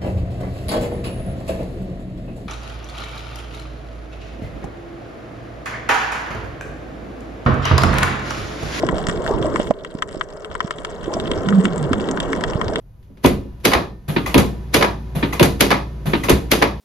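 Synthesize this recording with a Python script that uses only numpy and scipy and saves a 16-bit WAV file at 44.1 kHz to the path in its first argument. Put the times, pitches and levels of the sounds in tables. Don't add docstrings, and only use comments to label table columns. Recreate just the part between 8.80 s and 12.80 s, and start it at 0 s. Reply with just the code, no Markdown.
import sys
import numpy as np
from scipy import signal
from scipy.fft import rfft, irfft
from scipy.io import wavfile
from scipy.ndimage import uniform_filter1d

SR = 44100
rng = np.random.default_rng(int(sys.argv[2]) if len(sys.argv) > 2 else 0)


def store_wav(level_fs):
    pcm = np.round(np.clip(np.atleast_2d(level_fs), -1, 1) * 32767)
    wavfile.write(sys.argv[1], SR, pcm.T.astype(np.int16))


N = 176400
TIME = np.arange(N) / SR
TAPS = 4096
FREQS = np.fft.rfftfreq(TAPS, 1 / SR)

# freq_hz, left_db, right_db
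CASE_EQ = [(200, -6.5, -56), (750, -25.5, -8.5), (965, 3, -28.5), (1475, 3, -6), (2254, -2, -20),
           (3164, -8, -4), (4134, -23.5, -22), (5500, -26, -19), (6420, -27, -27), (7700, -18, -18.5),
           (8940, -31.5, -29), (10900, -43.5, -46.5), (15600, -59, -63.5)]
# freq_hz, width_hz, left_boost_db, right_boost_db
CASE_MODES = [(1018, 140, 3.5, 26.5), (1299, 160, 3, 7.5), (1815, 82, -2, 5.5), (1960, 240, 7.5, -0.5),
              (2202, 340, -15, 22), (2650, 560, 5, -10.5)]
# freq_hz, level_db
CASE_HUM_EQ = [(200, -25), (340, -4.5), (430, 8.5), (500, 0), (620, 5.5), (1000, -37)]
# time_s, level_db
WASH_FADER = [(0.0, -33), (0.31, -38), (0.69, -36), (0.76, -33.5), (0.89, -45.5), (1.07, -48.5),
              (1.51, -45), (2.22, -42.5), (2.58, -34.5), (3.12, -35), (3.51, -33), (4.0, -36)]
# freq_hz, level_db
HISS_EQ = [(1500, -2), (3200, -16), (4300, -6.5), (6000, -8.5), (7800, -3), (9300, -15.5), (11000, -17.5),
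           (16000, -23.5)]
# time_s, level_db
FIZZ_FADER = [(0, -44), (.15, -48.5), (.19, -34.5), (.23, -46.5), (.29, -37.5), (.35, -43), (.42, -46),
              (.47, -32), (.55, -45.5), (.7, -45), (.88, -37), (.93, -68.5), (1.6, -60.5), (2.25, -48.5),
              (2.42, -43), (2.8, -43.5), (3.2, -44.5), (4, -44)]
# time_s, rumble_db, body_db
SLOSH_FADER = [(0.0, -40, -25), (0.44, -40.5, -28.5), (0.66, -32.5, -24), (0.76, -40.5, -26.5),
               (0.88, -44, -29.5), (0.95, -53, -43.5), (1.35, -48.5, -39), (1.47, -52, -46.5),
               (2.08, -49, -42), (2.45, -40, -27.5), (2.67, -39.5, -26), (2.85, -46.5, -25.5),
               (3.19, -34.5, -25.5), (3.39, -44, -27), (3.5, -42, -28.5), (3.73, -38.5, -26.5),
               (4.0, -36.5, -26.5)]
# time_s, level_db
SPLASH_FADER = [(0, -44), (.15, -31), (.25, -39), (.47, -34), (.5, -23), (.55, -26.5), (.6, -33.5),
                (.66, -29), (.72, -34.5), (.89, -42), (.94, -50.5), (1.55, -47.5), (2.26, -42),
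                (2.29, -32.5), (2.38, -30.5), (2.42, -38), (3.2, -34.5), (4, -33.5)]
# freq_hz, level_db
RUMBLE_EQ = [(10, -49), (28, -0.5), (70, 2), (130, -5.5), (220, -11.5), (400, -71), (900, -43)]
BODY_EQ = [(60, -22.5), (150, -3.5), (280, -4), (370, -2), (480, -3.5), (620, -15), (900, -24), (2000, -64)]
SPLASH_EQ = [(250, -20), (480, -13), (640, -0.5), (720, -6.5), (830, -10), (1050, -8.5), (1600, -30.5),
             (3000, -81)]
# freq_hz, coherence (0 to 1)
STEREO_COHERENCE = [(40, .85), (200, .94), (550, .92), (850, .6), (1300, .9)]
# freq_hz, left_lead_rad
STEREO_PHASE = [(40, 1.84), (200, 0.49), (350, 1.05), (500, -0.088), (750, 0.41), (1200, -0.73)]
# freq_hz, left_over_right_db
STEREO_PAN = [(35, -16), (90, -3.5), (200, -5), (400, 0.5), (520, 3.5), (650, -5.5), (900, 7.5)]
# peak_s, pitch_hz, level_db, decay_s, left_over_right_db
SLAP_CUES = [(.0355, 626, -5, 0.0035, 4.5), (.036, 332, -9, 0.0081, 1), (.129, 486, -10.5, 0.0014, -8),
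             (.289, 149, -21.5, 0.0019, -29), (.567, 185, -18, 0.0026, -20), (.615, 148, -14.5, 0.0073, -7),
             (.647, 615, -15.5, 0.012, -2), (.746, 346, -7, 0.0036, -4), (.7993, 294, -11.5, 0.0013, -17),
             (.7995, 600, -8.5, 0.0047, 0), (.906, 212, -19, 0.0037, -29), (0.9106, 995, -16.5, 0.0042, 5),
             (.91, 613, 0.5, 0.0027, -3.5), (1.153, 223, -14, 0.0013, -5.5), (1.35, 620, -21, 0.0042, -2),
             (1.369, 330, -19.5, 0.0026, -8), (1.8492, 176, -15, 0.003, -6.5), (1.955, 136, -35, .006, -4),
             (2.281, 355, -11, 0.0037, -5.5), (3.114, 268, -5, 0.0049, -5), (2.368, 637, -14.5, 0.007, 1.5),
             (2.579, 93, -21, 0.019, -7.5), (3.759, 126, -8, 0.0017, -6), (3.872, 94, -14, .008, -2)]
# peak_s, half_length_s, pitch_hz, glide_hz_per_s, level_db
GLUG_CUES = [(2.688, .025, 195, 2.5, -15), (2.739, 0.021, 200, -100, -8.5),
             (2.784, 0.0237, 190, -100, -4.5), (2.859, 0.02547, 202, 408, -12.5),
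             (2.922, 0.024, 165, 8.5, -21), (3.036, 0.0379, 146, -200, -16),
             (3.174, 0.0259, 205, -200, -19), (3.316, .03, 265, 901, -20),
             (3.519, 0.0342, 270, -200, -20.5)]
# start_s, level_db, treble_lift_db, ring_hz, ring_boost_db
SNAP_CUES = [(0.0666, -19, 15, 5630, 5), (0.0883, -2.5, -6.5, 3100, 2.5), (0.1824, -20, 15, 4930, 9),
             (.269, -12.5, 13.5, 5500, 9.5), (0.2862, -14, 5, 7700, 15), (0.2963, -8.5, 4.5, 7760, 3),
             (0.4636, -22, 17, 1620, 14.5), (0.477, -13.5, -1, 4300, 14), (.6261, -21.5, 14.5, 3180, 13.5),
             (0.759, 0.5, -18, 7100, 15), (0.7997, -14, -6, 3330, 13), (0.9079, -12.5, -0.5, 6400, 8.5),
             (1.048, -16, 5.5, 2720, 4.5), (1.1878, -25.5, -6, 3400, 7), (1.2226, -2.5, 4, 1680, 1),
             (1.2897, -28.5, 14, 5000, 6), (1.3112, -31, 17, 5500, -3), (1.3455, -31.5, 14, 4300, 6),
             (1.411, -0.5, -15.5, 3900, 7.5), (1.6465, -21.5, 9.5, 3430, 10.5), (1.714, -19, -2, 4800, 4),
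             (1.752, -6, -23.5, 8540, 21.5), (1.8044, -1, -9, 5860, 6.5), (1.8771, -19.5, -4, 5500, 9),
             (1.9084, -6.5, 5, 4100, 1.5), (1.9851, -28, 14, 3460, 13), (2.0484, -10.5, 12.5, 4220, 1.5),
             (2.3386, -21.5, 16.5, 5550, 19), (2.3998, -24.5, 23.5, 3670, 14.5),
             (2.5151, -14, 17.5, 3550, 9.5), (2.6873, -5.5, 1.5, 5550, 3.5), (2.7253, -10, -16, 1360, 6.5),
             (2.8437, -24, 2, 7240, 22), (2.8539, -9, 12, 2780, 10), (2.96, -24, 3, 9100, 21),
             (2.9802, -30, 18, 7800, 18), (3.028, -24.5, 21, 9000, 2.5), (3.1318, -2.5, 7, 6540, -2.5),
             (3.288, -18, 9, 3740, 12), (3.3123, -23, 11.5, 6500, 23.5), (3.3739, -4.5, -15, 6000, 3),
             (3.402, -19, 28.5, 3350, 11), (3.5309, -10.5, 7.5, 2070, 8.5), (3.6095, -15, 8, 5800, 2),
             (3.6383, -5, 4, 4270, 7), (3.7342, -24.5, 10, 2740, 15), (3.8138, -3, -3, 8000, 0),
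             (3.882, -17, 2.5, 4700, 19.5), (3.9582, -12.5, 9, 3520, 14.5)]
NARROW_NOTCHES = (5000, 6000, 7000, 8000, 9000, 10000)


def amp(db):
    return 10 ** (np.asarray(db) / 20)


def unit_rms(x):
    return x / np.sqrt(np.mean(x ** 2) + 1e-20)


def curve_at(points, hz, column=1):
    table = np.array(points)
    return np.interp(np.log(hz + 1), np.log(table[:, 0] + 1), table[:, column])


def fader(points, column=1):
    table = np.array(points)
    return amp(np.interp(TIME, table[:, 0], table[:, column]))


def pan(left_over_right_db):
    return amp([[left_over_right_db / 2], [-left_over_right_db / 2]])


def place(mix, start_s, sound):
    start = round(start_s * SR)
    part = mix[:, max(start, 0):max(start + sound.shape[1], 0)]
    part += sound[:, max(-start, 0):][:, :part.shape[1]]


def sprinkle(grains, per_s, spread_db):
    out = np.zeros((2, N))
    draws = rng.random((3, 12000)).T
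    for position, pick, size in draws[:int(per_s * N / SR)]:
        boost_db = spread_db * min(-np.log(1 - size), 4)
        place(out, position * N / SR, amp(boost_db) * grains[int(pick * len(grains))])
    return unit_rms(out)


def patchy_noise(eq):
    spectrogram = signal.stft(rng.standard_normal((2, N)), nperseg=1024)[2]
    patches = uniform_filter1d(rng.standard_normal(spectrogram.shape[1:]), size=6, axis=0)
    patches_db = 2.5 * unit_rms(uniform_filter1d(patches, size=2, axis=1))
    shared, separate = rfft(signal.istft(spectrogram * amp(patches_db), nperseg=1024)[1][:, :N])
    hz = np.fft.rfftfreq(N, 1 / SR)
    coherence = curve_at(STEREO_COHERENCE, hz)
    lean_left = amp(curve_at(STEREO_PAN, hz) / 2)
    left = shared * lean_left * np.exp(1j * curve_at(STEREO_PHASE, hz))
    right = (coherence * shared + np.sqrt(1 - coherence ** 2) * separate) / lean_left
    top_hz = eq[-1][0]
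    tone = amp(curve_at(eq, hz)) / (1 + (hz / top_hz) ** 4)
    return unit_rms(irfft(np.array([left, right]) * tone, N))


def case_ring(lift_db, ring_hz=1000, ring_db=0):
    lift_hz, ring_width = 3700, 0.52
    treble_db = lift_db * FREQS ** 2 / (FREQS ** 2 + lift_hz ** 2)
    peak_db = ring_db / (1 + (2 * (FREQS / ring_hz - 1) / ring_width) ** 2)
    sides = []
    for side in range(2):
        db = curve_at(CASE_EQ, FREQS, column=side + 1) + treble_db + peak_db
        for hz, width_hz, *boost_db in CASE_MODES:
            db = db + boost_db[side] / (1 + (2 * (FREQS - hz) / width_hz) ** 2)
        cepstrum = irfft(np.log(amp(db)))
        cepstrum[1:TAPS // 2] *= 2
        cepstrum[TAPS // 2 + 1:] = 0
        sides.append(irfft(np.exp(rfft(cepstrum))))
    return np.array(sides)


def snap(lift_db, ring_hz, ring_db):
    t60_s, rise_s, lowpass_hz = 0.028, 0.00046, 8500
    t = TIME[:TAPS // 2]
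    scatter = rng.standard_normal((2, len(t))) * amp(-60 * t / t60_s) * (1 - np.exp(-t / rise_s))
    scatter = signal.lfilter(*signal.butter(1, lowpass_hz, fs=SR), scatter)
    scatter = amp(-6) * scatter / np.linalg.norm(scatter[0])
    left_lag_s = 30e-6 + 25e-6 * rng.standard_normal()
    samples_from_peak = (t - np.array([[left_lag_s / 2], [-left_lag_s / 2]])) * SR - 8
    click = np.sinc(samples_from_peak) * np.exp(-(samples_from_peak / 4) ** 2)
    return signal.fftconvolve(click + scatter, case_ring(lift_db, ring_hz, ring_db), axes=1)[:, :TAPS]


def crackle(per_s, spread_db, lift_db):
    clicks = [snap(lift_db, ring_hz, ring_db=21) for ring_hz in np.geomspace(2920, 10040, 24)]
    evened = [click / np.linalg.norm(click) ** 0.92 for click in clicks]
    return sprinkle([click * pan(2 * rng.standard_normal()) for click in evened], per_s, spread_db)


def case_hum():
    return amp(-37.5) * patchy_noise(CASE_HUM_EQ)


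def wash():
    ringing = signal.oaconvolve(rng.standard_normal((1, N)), case_ring(lift_db=-32), axes=1)[:, :N]
    return amp(-2) * fader(WASH_FADER) * unit_rms(ringing)


def far_snaps():
    return amp(-49) * crackle(per_s=83, spread_db=1, lift_db=5.5)


def hiss():
    tone = amp(curve_at(HISS_EQ, np.fft.rfftfreq(N, 1 / SR)))
    noise = irfft(rfft(rng.standard_normal((2, N))) * tone, N)
    swell, calm_floor = amp(-11) * fader(FIZZ_FADER), amp(-62.5)
    return np.hypot(swell, calm_floor) * unit_rms(noise)


def fizz():
    knots_s = np.arange(0, N / SR + 1, 1 / 50)
    clumps_db = 3.5 * np.interp(TIME, knots_s, rng.standard_normal(len(knots_s)))
    return amp(5 + clumps_db) * fader(FIZZ_FADER) * crackle(per_s=1000, spread_db=7, lift_db=-2.5)


def slosh():
    rumble = amp(8.5) * fader(SLOSH_FADER, column=1) * patchy_noise(RUMBLE_EQ)
    body = amp(1.5) * fader(SLOSH_FADER, column=2) * patchy_noise(BODY_EQ)
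    splash = amp(1.5) * fader(SPLASH_FADER) * patchy_noise(SPLASH_EQ)
    return rumble + body + splash


def bubbles():
    decay_cycles, rise_per_cycle = 3.5, 0.022
    blips = []
    for pitch_hz in np.geomspace(304, 721, 24):
        cycles = pitch_hz * TIME[:TAPS // 2]
        envelope = (1 - np.exp(-2 * cycles)) * np.exp(-cycles / decay_cycles)
        chirp = np.sin(2 * np.pi * cycles * (1 + rise_per_cycle * cycles / 2))
        blips.append(pan(2 * rng.standard_normal() - 2) * envelope * chirp)
    return amp(-1) * fader(SPLASH_FADER) * sprinkle(blips, per_s=110, spread_db=3.5)


def slaps():
    preroll_s, rise_cycles = 0.03, 0.52
    out = np.zeros((2, N))
    t = TIME[:2 * TAPS] - preroll_s
    for peak_s, pitch_hz, level_db, decay_s, pan_db in SLAP_CUES:
        attack = np.exp(-(np.minimum(t, 0) * pitch_hz / rise_cycles) ** 2)
        tail = np.exp(-np.maximum(t, 0) / decay_s)
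        knock = attack * tail * np.cos(2 * np.pi * pitch_hz * t)
        place(out, peak_s - preroll_s, amp(level_db) * pan(pan_db) * knock)
    return out


def glugs():
    roughness_per_s, left_lead_rad = 70, 0.55
    swells, pitches = [], []
    for peak_s, half_s, pitch_hz, glide_hz_per_s, level_db in GLUG_CUES:
        swells.append(amp(level_db) * np.exp(-((TIME - peak_s) / half_s) ** 2) + 1e-12)
        pitches.append(pitch_hz + glide_hz_per_s * np.clip(TIME - peak_s, -2 * half_s, 2 * half_s))
    voice_hz = np.average(pitches, axis=0, weights=swells)
    knots_s = np.arange(0, N / SR + 1, 1 / roughness_per_s)
    flutter, wobble = [np.interp(TIME, knots_s, row) for row in rng.standard_normal((2, len(knots_s)))]
    phase = 2 * np.pi * np.cumsum(voice_hz) / SR + 0.5 * wobble
    envelope = (1 + 0.125 * flutter) * np.sum(swells, axis=0)
    return pan(-4) * envelope * np.array([np.sin(phase + left_lead_rad), np.sin(phase)])


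def near_snaps():
    out = np.zeros((2, N))
    for start_s, level_db, lift_db, ring_hz, ring_db in SNAP_CUES:
        place(out, start_s, amp(level_db + 20.5) * snap(lift_db, ring_hz, ring_db))
    return out


def scene():
    return (far_snaps() + near_snaps() + fizz() + hiss() + wash()
            + slosh() + case_hum() + bubbles() + slaps() + glugs())


def record(dry):
    wide_notch_hz, ceiling, cutoff_hz = 2525, 0.97, 16000
    notched = signal.lfilter(*signal.iirnotch(wide_notch_hz, Q=4.2, fs=SR), dry)
    for hz in NARROW_NOTCHES:
        notched = signal.lfilter(*signal.iirnotch(hz, Q=hz / 40, fs=SR), notched)
    limited = notched / (1 + (notched / ceiling) ** 8) ** (1 / 8)
    lowpass = signal.firwin(511, cutoff_hz, window=("kaiser", 9), fs=SR)
    return signal.oaconvolve(limited, lowpass[None], "same")


dry = scene()
out = record(dry)
store_wav(out)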